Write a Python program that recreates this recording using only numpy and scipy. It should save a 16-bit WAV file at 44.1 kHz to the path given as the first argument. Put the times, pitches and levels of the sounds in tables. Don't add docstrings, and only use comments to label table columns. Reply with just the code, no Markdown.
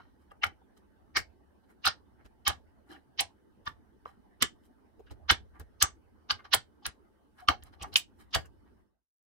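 import sys
import numpy as np
from scipy import signal
from scipy.fft import rfft, irfft, next_fast_len
from scipy.io import wavfile
from scipy.ndimage import uniform_filter1d

SR = 44100
rng = np.random.default_rng(int(sys.argv[2]) if len(sys.argv) > 2 else 0)


def voltage_ratio(level):
    return 10 ** (np.asarray(level, float) / 20)


def master_out(mix):
    frames = np.transpose(np.atleast_2d(mix))
    ceiling = np.clip(frames, -1, 1)
    pcm = np.round(ceiling * 32767).astype(np.int16)
    wavfile.write(sys.argv[1], SR, pcm)


N = 410566

# (peak time [s], peak level [dB], rise [ms], fall [ms], main mode [Hz])
SNAPS = [(0.4398, -29, 8.1, 9.5, 3140), (1.1682, -24, 8.9, 12.4, 4830), (1.8695, -20.5, 13, 15, 4150),
         (2.4728, -22.5, 7.8, 17, 3546), (3.1998, -22.5, 9.4, 12.2, 3700), (3.676, -37, 9.7, 4.4, 3400),
         (4.0555, -63, 1.56, 12, 3170), (4.4246, -16.5, 8.1, 4.3, 3550), (5.3032, -14.5, 8.1, 11.7, 3470),
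         (5.8259, -16.5, 9.3, 4.15, 4340), (6.309, -23.5, 8.8, 6.2, 4030), (6.5401, -15, 9.9, 5.1, 3796),
         (6.8569, -28.5, 6.6, 8.7, 3625), (7.486, -11.5, 1.73, 3, 3034), (7.8333, -45.5, 16.6, 6.1, 4310),
         (7.9584, -10.5, 0.71, 6.8, 3030), (8.349, -20, 9.1, 8.8, 3400)]
# (lag [ms], peak level [dB], fall [ms], main mode [Hz], left over right [dB])
HOLLOW_ANSWERS = [(1.3, -23.5, 5.8, 2100, 2.5), (2, -23, 11, 2100, -1), (0.6, -23, 16, 1400, -0.5),
                  (6.5, -27, 19, 1310, -1.5), (1.5, -29.5, 9.9, 2460, -2), (0.5, -33.5, 4.9, 1300, -2),
                  (4, -46.5, 8, 1060, -1), (2.5, -25.5, 7.4, 1630, -2.5), (3, -16.5, 6.1, 1540, -4),
                  (-3, -24.5, 19.6, 1366, -0.5), (-0.9, -26, 4.8, 1050, -4), (2.3, -23, 9.7, 1580, -3),
                  (4, -34, 11, 1800, 1), (4.5, -16, 3.4, 1200, 2), (13, -39, 11, 920, -2),
                  (2, -26.5, 4.3, 2760, 1), (4, -28, 15.7, 1530, -1.5)]
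# (frequency [Hz], width [Hz], level [dB])
BLOCK_MODES = [(787, 150, 3), (1175, 87, -1.5), (1440, 100, -12), (1660, 36, -2.5), (1860, 57, -5),
               (2190, 36, -2.5), (2940, 380, 2.5), (3200, 15, -8), (4030, 110, -7.5), (5100, 410, -6.5)]
HARD_BLOWS = [
    4.0545,
    4.4232,
    6.8535,
    7.4856,
    7.9568,
]
# (time [s], peak level [dB], fall [ms], main mode [Hz])
EDGE_TICKS = [(0.4445, -38.5, 3.8, 9980), (0.7774, -66.5, 3.2, 7130), (1.1697, -33.5, 14.6, 6930),
              (1.857, -29.5, 7.6, 9100), (1.8765, -27.5, 2.6, 8200), (2.4806, -23, 4, 8850),
              (3.2072, -21.5, 3.8, 8530), (3.658, -62.5, 8, 9000), (3.681, -57.5, 8.1, 8150),
              (4.424, -21, 5, 7620), (5.1142, -58.5, 1.84, 6960), (5.122, -64, 1.3, 6600),
              (5.311, -25.5, 7.6, 7470), (5.5994, -52, 4.5, 10810), (5.8263, -13, 3.9, 7230),
              (6.3145, -41, 6.4, 8120), (6.537, -27.5, 5.5, 9660), (6.5461, -17.5, 5.1, 9620),
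              (6.866, -27, 1.7, 9300), (7.4881, -36, 6.9, 7500), (7.6374, -53, 1.6, 10000),
              (7.8325, -40.5, 1.4, 7680), (7.943, -45.5, 3.6, 10570), (7.9664, -26.5, 15.3, 7500),
              (8.35, -29.5, 9.9, 7620), (8.458, -63, 12, 6500)]
# (peak time [s], peak level [dB], length [ms], frequency [Hz])
HOLLOW_RINGS = [(0.3193, -46, 5.8, 1220), (0.438, -21.5, 2.1, 2110), (0.439, -29.5, 4.1, 814),
                (0.4415, -20, 3.2, 1410), (1.1644, -29.5, 9.3, 1166), (1.1703, -26.5, 5.8, 2210),
                (1.1703, -22, 3.8, 1610), (1.8538, -24, 3.5, 1290), (1.8668, -26.0, 2.1, 1205),
                (1.8717, -24.0, 2.5, 1345), (2.4719, -30, 5.0, 1210), (2.4729, -30.5, 12.5, 2204),
                (2.4789, -28, 7.5, 1720), (2.4804, -26.0, 6.9, 817), (2.9104, -46, 4.4, 1690),
                (2.9528, -47, 10.0, 782), (3.1997, -31, 7.4, 1980), (3.2057, -31, 5.3, 2100),
                (3.6756, -29, 7.0, 1160), (3.6781, -30, 4.7, 1784), (4.0588, -34.5, 1.8, 1118),
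                (4.4244, -26.5, 3.7, 1980), (4.4249, -24.5, 2.9, 1217), (4.4384, -33, 21, 1730),
                (5.3054, -17, 8.1, 2166), (5.3064, -18.0, 3.0, 1767), (5.3069, -18.0, 4.0, 1340),
                (5.8218, -27.5, 5.0, 1650), (5.8273, -27.5, 6.7, 1300), (5.8382, -30.5, 23, 1210),
                (6.3077, -28.5, 9.0, 1220), (6.3107, -27, 7.9, 1595), (6.3191, -33.5, 2.5, 1460),
                (6.4538, -48, 4.5, 1550), (6.5401, -23.0, 3.7, 1082), (6.5406, -22.5, 5.2, 1425),
                (6.5416, -23.5, 2.1, 2080), (6.8584, -34, 11.5, 1156), (7.4306, -44, 13.5, 735),
                (7.4885, -15, 9.7, 1201), (7.5015, -27.5, 7.8, 730), (7.5174, -29.5, 5, 780),
                (7.8447, -39.5, 4.0, 1270), (7.8472, -41.5, 6.0, 780), (7.9494, -51, 5.2, 780),
                (7.9594, -32.0, 3.0, 1130), (7.9689, -44, 13.5, 952), (8.3525, -29.5, 8.5, 1287),
                (8.355, -28.0, 2.5, 1890), (8.3605, -27.5, 2.0, 780)]
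# (peak time [s], peak level [dB], length [ms], frequency [Hz])
FACE_RINGS = [(0.3168, -61.5, 6.0, 2790), (0.435, -38, 4.5, 3530), (0.4395, -36.5, 7.5, 3970),
              (0.44, -23, 4.0, 3020), (1.1639, -34.5, 11, 4090), (1.1659, -24, 4.5, 4700),
              (1.1703, -28.0, 3.8, 5340), (1.8698, -24.5, 7.5, 4004), (1.8702, -25.5, 7, 4780),
              (1.8742, -25.5, 7.5, 4110), (2.4704, -31.5, 13, 3130), (2.4729, -22.5, 3.9, 3710),
              (2.4784, -27.5, 13.0, 3120), (2.4794, -33, 2.9, 5580), (2.9244, -58.0, 8.5, 3230),
              (2.9318, -55, 17.5, 3130), (3.1957, -29.5, 8.0, 4160), (3.1967, -27.0, 8.7, 3100),
              (3.6717, -49, 4.0, 4950), (3.6756, -40, 8.5, 3590), (4.0548, -61.0, 2.0, 2760),
              (4.4244, -21.5, 5.5, 3580), (4.4244, -21.0, 8.0, 3005), (4.4289, -19.5, 2.7, 3100),
              (5.301, -17, 5.0, 3050), (5.3044, -24.0, 14.5, 4050), (5.3044, -19, 2.0, 3470),
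              (5.8228, -25.5, 6.7, 3560), (5.8258, -18.5, 2.7, 6330), (5.8273, -23.5, 3.0, 5770),
              (6.3052, -24.5, 6.0, 4440), (6.3087, -24.5, 5.9, 2950), (6.3097, -29, 5.1, 4960),
              (6.4518, -60.5, 2.0, 4140), (6.5396, -23.0, 6.5, 4730), (6.5396, -22.0, 6.8, 4170),
              (6.5411, -18.5, 2.5, 3170), (6.8559, -35.5, 5.0, 4010), (7.4261, -72.5, 3.0, 3100),
              (7.4865, -28.5, 2.4, 4780), (7.4865, -18.5, 3.1, 3100), (7.487, -25.0, 2.2, 4310),
              (7.8327, -46.5, 2.0, 5900), (7.8332, -48.5, 3.5, 3190), (7.941, -40, 4.5, 4200),
              (7.9594, -18, 5.0, 3030), (7.9619, -21, 4.77, 2444), (8.3485, -25, 8.5, 2963),
              (8.351, -24, 2.4, 4690), (8.3545, -28.5, 12, 2993)]
# (peak time [s], peak level [dB], hold before it [ms], fall [ms], mode [Hz])
POST_THUDS = [(.481, -46, 35, 11.7, 83), (1.2142, -46, 57, 12.4, 71), (1.8813, -41.5, 22, 13.3, 74),
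              (2.2638, -55, 17, 8.8, 72), (2.4921, -37, 20, 31, 75), (3.2162, -47.5, 23, 24, 84),
              (3.689, -49.5, 23, 34, 97), (4.43, -38.5, 14, 22.4, 63), (5.1221, -43, 16, 11.4, 78),
              (5.3206, -29.5, 9.9, 17.6, 76), (5.6137, -43.5, 20.7, 11, 73), (5.8378, -33, 10.7, 12, 74),
              (6.3219, -44, 4.1, 31, 90), (6.5536, -44, 7.7, 27, 105), (6.8794, -42.5, 15.3, 11, 63),
              (7.5059, -34.5, 23, 10.5, 70), (7.8381, -47.5, 30, 29, 68), (7.9659, -53.5, 51, 28, 72),
              (8.3657, -31.5, 13, 31.5, 79)]
# (time [s], peak level [dB], rise [ms], fall [ms], main mode
# [Hz])
TOUCHES = [(.004, -55, 12, 15, 1290), (.453, -44.5, 5.6, 15, 770), (.47, -56.5, 5, 2.7, 6800),
           (.622, -66, 7.4, 6.1, 760), (1.175, -42, 6.2, 13, 338), (1.853, -31.5, 11, 4.1, 2530),
           (1.884, -36.5, 12, 9.2, 756), (3.211, -36, 5.2, 19.3, 696), (6.548, -29.5, 5.1, 11.6, 721.5),
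           (2.92, -53, 26, 43, 308), (4.059, -48.5, 1.8, 9.2, 490), (4.4291, -22, 1.1, 2.6, 3570),
           (4.427, -35.5, 3.7, 15.5, 244), (5.077, -66, 8.3, 24, 1500), (5, -50, 5.9, 12, 410),
           (6.4, -55, 11.9, 18.5, 1400), (6.825, -62.5, 3.6, 28, 1003), (7.392, -58, 8.1, 24, 1335),
           (7.497, -36.5, 9.3, 4.9, 332), (7.512, -37.5, 9.3, 17, 714), (7.827, -40, 2.6, 2.5, 7450),
           (0.32, -60, 7.1, 11, 485), (8.355, -33.5, 3.06, 21, 706), (8.459, -59, 11, 11.3, 1553),
           (.312, -70, 8.3, 7.2, 3000), (.428, -46.5, 10, 7.5, 2500), (2.261, -72.5, 12, 9.6, 3000),
          (2.267, -74, 5, 4.6, 4900), (2.456, -47.5, 4.3, 10, 3800), (2.96, -65.5, 23, 15, 3300),
          (2.965, -59, 18, 16, 1600), (5.07, -68.5, 7.1, 17, 3200), (5.101, -62, 2, 2.8, 2600),
          (5.114, -54, 5.3, 6, 793), (5.811, -37.5, 7, 8.8, 4530), (6.457, -54, 9, 12, 1380),
          (6.84, -66, 13.6, 8.2, 3930), (7.803, -64, 8, 6, 2750), (7.822, -48.5, 11, 17, 3000),
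          (7.885, -55.5, 22, 25, 325), (7.936, -54.5, 11, 15, 4200), (8.315, -68, 7.7, 12, 4480),
          (8.337, -45, 6, 10, 4200)]
# (peak time [s], rise [ms], body [dB], faces [dB], edges [dB])
SLIDES = [(.03, 55, -67.5, -72.5, -99), (0.225, 39, -74.5, -83, -82.5), (.319, 7.1, -52.5, -74, -72),
          (.468, 5.1, -40.5, -42, -57), (2.503, 7, -32, -36, -56), (.778, 12, -67, -68.5, -72),
          (1.6446, 9.8, -74, -77, -91), (1.709, 20, -62.5, -80, -73), (2.2107, 23, -63, -87.5, -92),
          (2.265, 14, -63.5, -81, -78), (2.925, 30, -53, -59, -66.5), (4.09, 31, -60.5, -67.5, -75),
          (4.656, 23.6, -73, -74.5, -74), (5.116, 12, -57.5, -60, -87), (5.563, 19, -55.5, -80.5, -83.5),
          (5.607, 10.7, -52.5, -64.5, -81), (6.455, 11, -51, -54.5, -79), (7.405, 27.6, -57, -62.5, -68.5),
          (7.63, 5.9, -56.5, -53.5, -77), (7.67, 17.8, -58.5, -64.5, -71), (7.74, 14.4, -59.5, -64, -76),
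          (7.942, 14, -50.5, -44, -68), (8.212, 19.7, -59.5, -64, -65), (8.68, 25, -69.5, -85, -92)]
# (time [s], level [dB])
HAND_PRESSURE = [(0.0, -69.5), (1.0, -74.5), (1.25, -68.5), (1.63, -77.5), (2.35, -70), (3.4, -77.5),
                 (3.62, -70), (4.76, -75.5), (5.25, -61), (5.99, -73), (6.32, -72.5), (7.19, -79),
                 (7.69, -63), (8.05, -71), (8.5, -68.5), (8.6, -71)]
# (frequency [Hz], level per Hz [dB])
RUMBLE = [(13, -41.5), (22, -16), (59, -3), (74, -1), (141, -20.5), (170, -24.5), (220, -49), (370, -120)]
# (frequency [Hz], level per Hz [dB])
AIR = [(76, -46.5), (130, -6), (156, -16.5), (194, -2), (303, -3.5), (393, -6), (459, -10.5), (700, -24),
       (910, -45.5), (1540, -120)]
# (frequency [Hz], level per Hz [dB])
RUSTLE = [(350, -35), (550, -6), (830, -4), (1300, -10.5), (1900, -14), (2300, -23), (6000, -31),
          (8000, -57.5)]
# (frequency [Hz], width [Hz], level [dB])
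HUM = [(877, 15, -77), (1560, 25, -83.5), (3000, 60, -90), (9000, 280, -97.5), (9300, 180, -99)]
# (frequency [Hz], level per Hz [dB])
HISS = [(1500, -35), (3000, -1), (7000, -5), (9500, -0.5), (15000, -4)]
# (frequency [Hz], time to fall by 60 dB [s])
ROOM_DECAY = [(60, 0.97), (350, 0.31), (1000, 0.12), (3000, 0.14), (8000, 0.14), (15000, 0.012)]
# (time [s], level [dB])
FADE = [(0, -3.5), (8.6, -3.5), (8.8, -4.5), (8.95, -21), (9.05, -43), (9.31, -57.5)]

FAINT_DB = -62
ECHO_DELAY = 250
PORTS = np.array([[0.5], [-0.5]])


def unit(x):
    return x / np.sqrt(np.mean(x ** 2) + 1e-20)


def along(points, hz):
    f, v = np.transpose(points)
    return np.interp(np.log(hz + 1), np.log(f + 1), v)


def curve(points):
    s, value = np.transpose(points)
    return np.interp(np.arange(N) / SR, s, value)


def room_tail():
    hz, t, z = signal.stft(rng.standard_normal((2, SR // 4)), SR, nperseg=256)
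    decay_s = np.maximum(along(ROOM_DECAY, hz), 0.02)[:, None]
    answer = signal.istft(z * voltage_ratio(-60 * t / decay_s), SR, nperseg=256)[1]
    return answer / np.linalg.norm(answer[0])


def contacts(table, lo_hz, hi_hz, under_db, over_db, near, peak_db, shared, soft, early_db, grain_db,
             bands_db, alike, trim_db, wet_db):
    out, lead = np.zeros((2, N + SR)), SR // 16
    t = (np.arange(8192) - lead) / SR
    hz = np.fft.rfftfreq(len(t), 1 / SR) + 1
    walls = 1 + shared * sum(voltage_ratio(db) / (1 + (2 * (hz - c) / w) ** 2) for c, w, db in BLOCK_MODES)
    for s, db, rise_ms, fall_ms, main_hz, pan_db in table:
        rise, fall = max(rise_ms, 0.3) / 1000, max(fall_ms, 0.3) / 1000
        steep = soft + (0.0048 / rise) ** 2
        shape = voltage_ratio(np.where(t < 0, -10 * np.abs(t / rise) ** steep, -10 * t / fall))
        shape += voltage_ratio(early_db - 10 * np.abs(t / 0.009) ** 3) * (t < 0)
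        tiny_impacts = np.convolve(rng.standard_normal(len(t)), np.hanning(90), "same")
        shape *= voltage_ratio(grain_db * unit(tiny_impacts))

        edge_hz = min(lo_hz, np.min(main_hz))
        band_db = under_db * np.minimum(np.log2(hz / edge_hz), 0)
        band_db -= over_db * np.maximum(np.log2(hz / hi_hz), 0)
        peaks = sum(1 / (1 + (np.log(hz / m) / near) ** 2) ** 2 for m in np.atleast_1d(main_hz))
        modes = 1 + voltage_ratio(peak_db) * peaks
        grip = uniform_filter1d(rng.standard_normal(len(hz)), size=14)
        modes *= voltage_ratio(bands_db * unit(grip))

        turn = 2 * np.pi * (rng.random(len(hz)) + (1 - alike) * rng.random((2, len(hz))))
        burst = shape * irfft(voltage_ratio(band_db) * walls * modes * np.exp(1j * turn), len(t))
        burst *= np.linalg.norm(shape) / np.linalg.norm(burst, axis=1, keepdims=True)
        burst *= voltage_ratio(db + trim_db + pan_db * PORTS)
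        start = round(s * SR) + SR // 8 - lead
        out[:, start:start + len(t)] += burst
        if db > FAINT_DB:
            echo = voltage_ratio(wet_db) * signal.fftconvolve(burst, room_tail(), axes=1)
            start += ECHO_DELAY
            out[:, start:start + echo.shape[1]] += echo
    return out[:, SR // 8:][:, :N]


def slides(part, main_hz):
    return [(s, db[part], rise, rise, main_hz, -1.5) for s, rise, *db in SLIDES]


def hollow_clack():
    body = slides(0, (750, 1250, 1650))
    for (s, _, rise, *_), (lag, db, fall, hz, pan_db) in zip(SNAPS, HOLLOW_ANSWERS):
        body.append((s + lag / 1000, db, rise + 0.5 * lag, fall, hz, pan_db))
    return contacts(body, 970, 2200, under_db=13.5, over_db=40.0, near=0.45, peak_db=9.0, shared=2.3, soft=1.3,
                    early_db=-24.0, grain_db=2.5, bands_db=2.5, alike=0.13, trim_db=1.68, wet_db=-9.5)


def face_click():
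    faces = [(*snap, -2.5) for snap in SNAPS]
    return contacts(faces, 2500, 6000, under_db=36.5, over_db=91, near=0.39, peak_db=4.5, shared=1.0, soft=1.2,
                    early_db=-27.5, grain_db=3.5, bands_db=1.4, alike=0.11, trim_db=-0.93, wet_db=-14.5)


def edge_tick():
    rise_ms, pan_db = 2.4, 0.5
    edges = slides(2, 9600)
    edges += [(s, db, rise_ms, fall, hz, pan_db) for s, db, fall, hz in EDGE_TICKS]
    return contacts(edges, 4300, 14000, under_db=88.5, over_db=20, near=0.39, peak_db=4.5, shared=0, soft=1.0,
                    early_db=-27.5, grain_db=3.0, bands_db=2.5, alike=0.15, trim_db=1.5, wet_db=-15.5)


def single_rings():
    table = HOLLOW_RINGS + FACE_RINGS
    out, lead = np.zeros((2, N + SR)), 2048
    t = (np.arange(3 * lead) - lead) / SR
    chance = rng.standard_normal((len(table), 3))
    for (s, db, length_ms, hz), (turn, side, pan) in zip(table, chance):
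        u = 1000 * t / length_ms
        shape = voltage_ratio(np.where(u < 0, -6 * (u / 0.55) ** 2, -6 * np.abs(u / 0.6) ** 1.6))
        wave = np.sin(2 * np.pi * (hz * t + turn) + np.sign(side) * PORTS * np.pi / 2)
        sharp = np.hypot(1, 5.1 / length_ms)
        level = voltage_ratio(db - 0.5 + 3.5 * pan * PORTS) * sharp
        out[:, round(s * SR) - lead:][:, :len(t)] += level * shape * wave
    dry_rings = out[:, :N]
    echo = signal.fftconvolve(dry_rings, room_tail(), axes=1)[:, :N - ECHO_DELAY]
    return dry_rings + voltage_ratio(-12.5) * np.pad(echo, ((0, 0), (ECHO_DELAY, 0)))


def post_thud():
    knocks = [(*row, -0.1) for row in POST_THUDS]
    return contacts(knocks, 61, 77, under_db=10.5, over_db=5, near=0.33, peak_db=16.5, shared=0, soft=6.7,
                    early_db=-58.5, grain_db=3, bands_db=-0.5, alike=0.2, trim_db=2.5, wet_db=-23.5)


def light_touches():
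    touches = [(*row, -0.1) for row in TOUCHES]
    return contacts(touches, 150, 15500, under_db=14.0, over_db=55.0, near=0.43, peak_db=45.0, shared=2.1,
                    soft=2.5, early_db=-61.0, grain_db=2.5, bands_db=6.5, alike=0.46, trim_db=4.5, wet_db=-26.5)


def face_squeak():
    return contacts(slides(1, (3100, 4050)), 3000, 5600, under_db=32.0, over_db=59.0, near=0.031, peak_db=8,
                    shared=0.95, soft=4.1, early_db=-40.0, grain_db=2.5, bands_db=3, alike=0.3, trim_db=-0.5,
                    wet_db=-16.5)


def blocks():
    plastic = hollow_clack() + face_click() + edge_tick() + single_rings() + light_touches() + face_squeak()
    ahead = np.subtract.outer(HARD_BLOWS, np.arange(N) / SR)
    closeness = np.sum((ahead > 0) * np.exp(-np.abs(ahead) / 0.006), axis=0)
    hush = voltage_ratio(-15 * closeness)
    return plastic * uniform_filter1d(hush, size=24) + post_thud()


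def rush(gain, patchy_db):
    z = signal.stft(rng.standard_normal((2, N)), nperseg=512)[2]
    field = uniform_filter1d(rng.standard_normal(z.shape[1:]), 4, 0)
    field = uniform_filter1d(field, 8, 1)
    pair = signal.istft(z * voltage_ratio(patchy_db * unit(field)), nperseg=512)[1][:, :N]
    m = next_fast_len(N)
    return unit(irfft(rfft(pair, m) * gain(np.fft.rfftfreq(m, 1 / SR)), m)[:, :N])


def shaped_rush(spectrum, patchy_db):
    return rush(lambda hz: voltage_ratio(along(spectrum, hz)), patchy_db)


def hum_bands(hz):
    return sum(voltage_ratio(db) / np.sqrt(w) / (1 + ((hz - c) / w) ** 2) for c, w, db in HUM)


def background():
    press_db = curve(HAND_PRESSURE)
    rumble = voltage_ratio(press_db + 9) * shaped_rush(RUMBLE, patchy_db=0.5)
    air = voltage_ratio(-63) * shaped_rush(AIR, patchy_db=3.0)
    rustle_db = -70 + 0.14 * (press_db - press_db.mean())
    rustle = voltage_ratio(rustle_db) * shaped_rush(RUSTLE, patchy_db=4.0)
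    hum = voltage_ratio(-77.5) * rush(hum_bands, patchy_db=1.5)
    hiss = voltage_ratio(-84.0) * shaped_rush(HISS, patchy_db=-0.5)
    return (rumble + air + rustle + hum + hiss) * voltage_ratio([[-0.8], [0.8]])


def scene():
    return blocks() + background()


def top_cut(x):
    return signal.sosfilt(signal.butter(12, 17000, fs=SR, output="sos"), x)


def record(dry):
    faded = dry * voltage_ratio(curve(FADE)) + voltage_ratio(-106) * rng.standard_normal(dry.shape)
    top_hz = 16050
    treble_cut = voltage_ratio(-6 * (np.fft.rfftfreq(N, 1 / SR) / top_hz) ** 80)
    mix = irfft(rfft(faded) * treble_cut, N)
    return top_cut(mix)


dry = scene()
out = record(dry)
master_out(out)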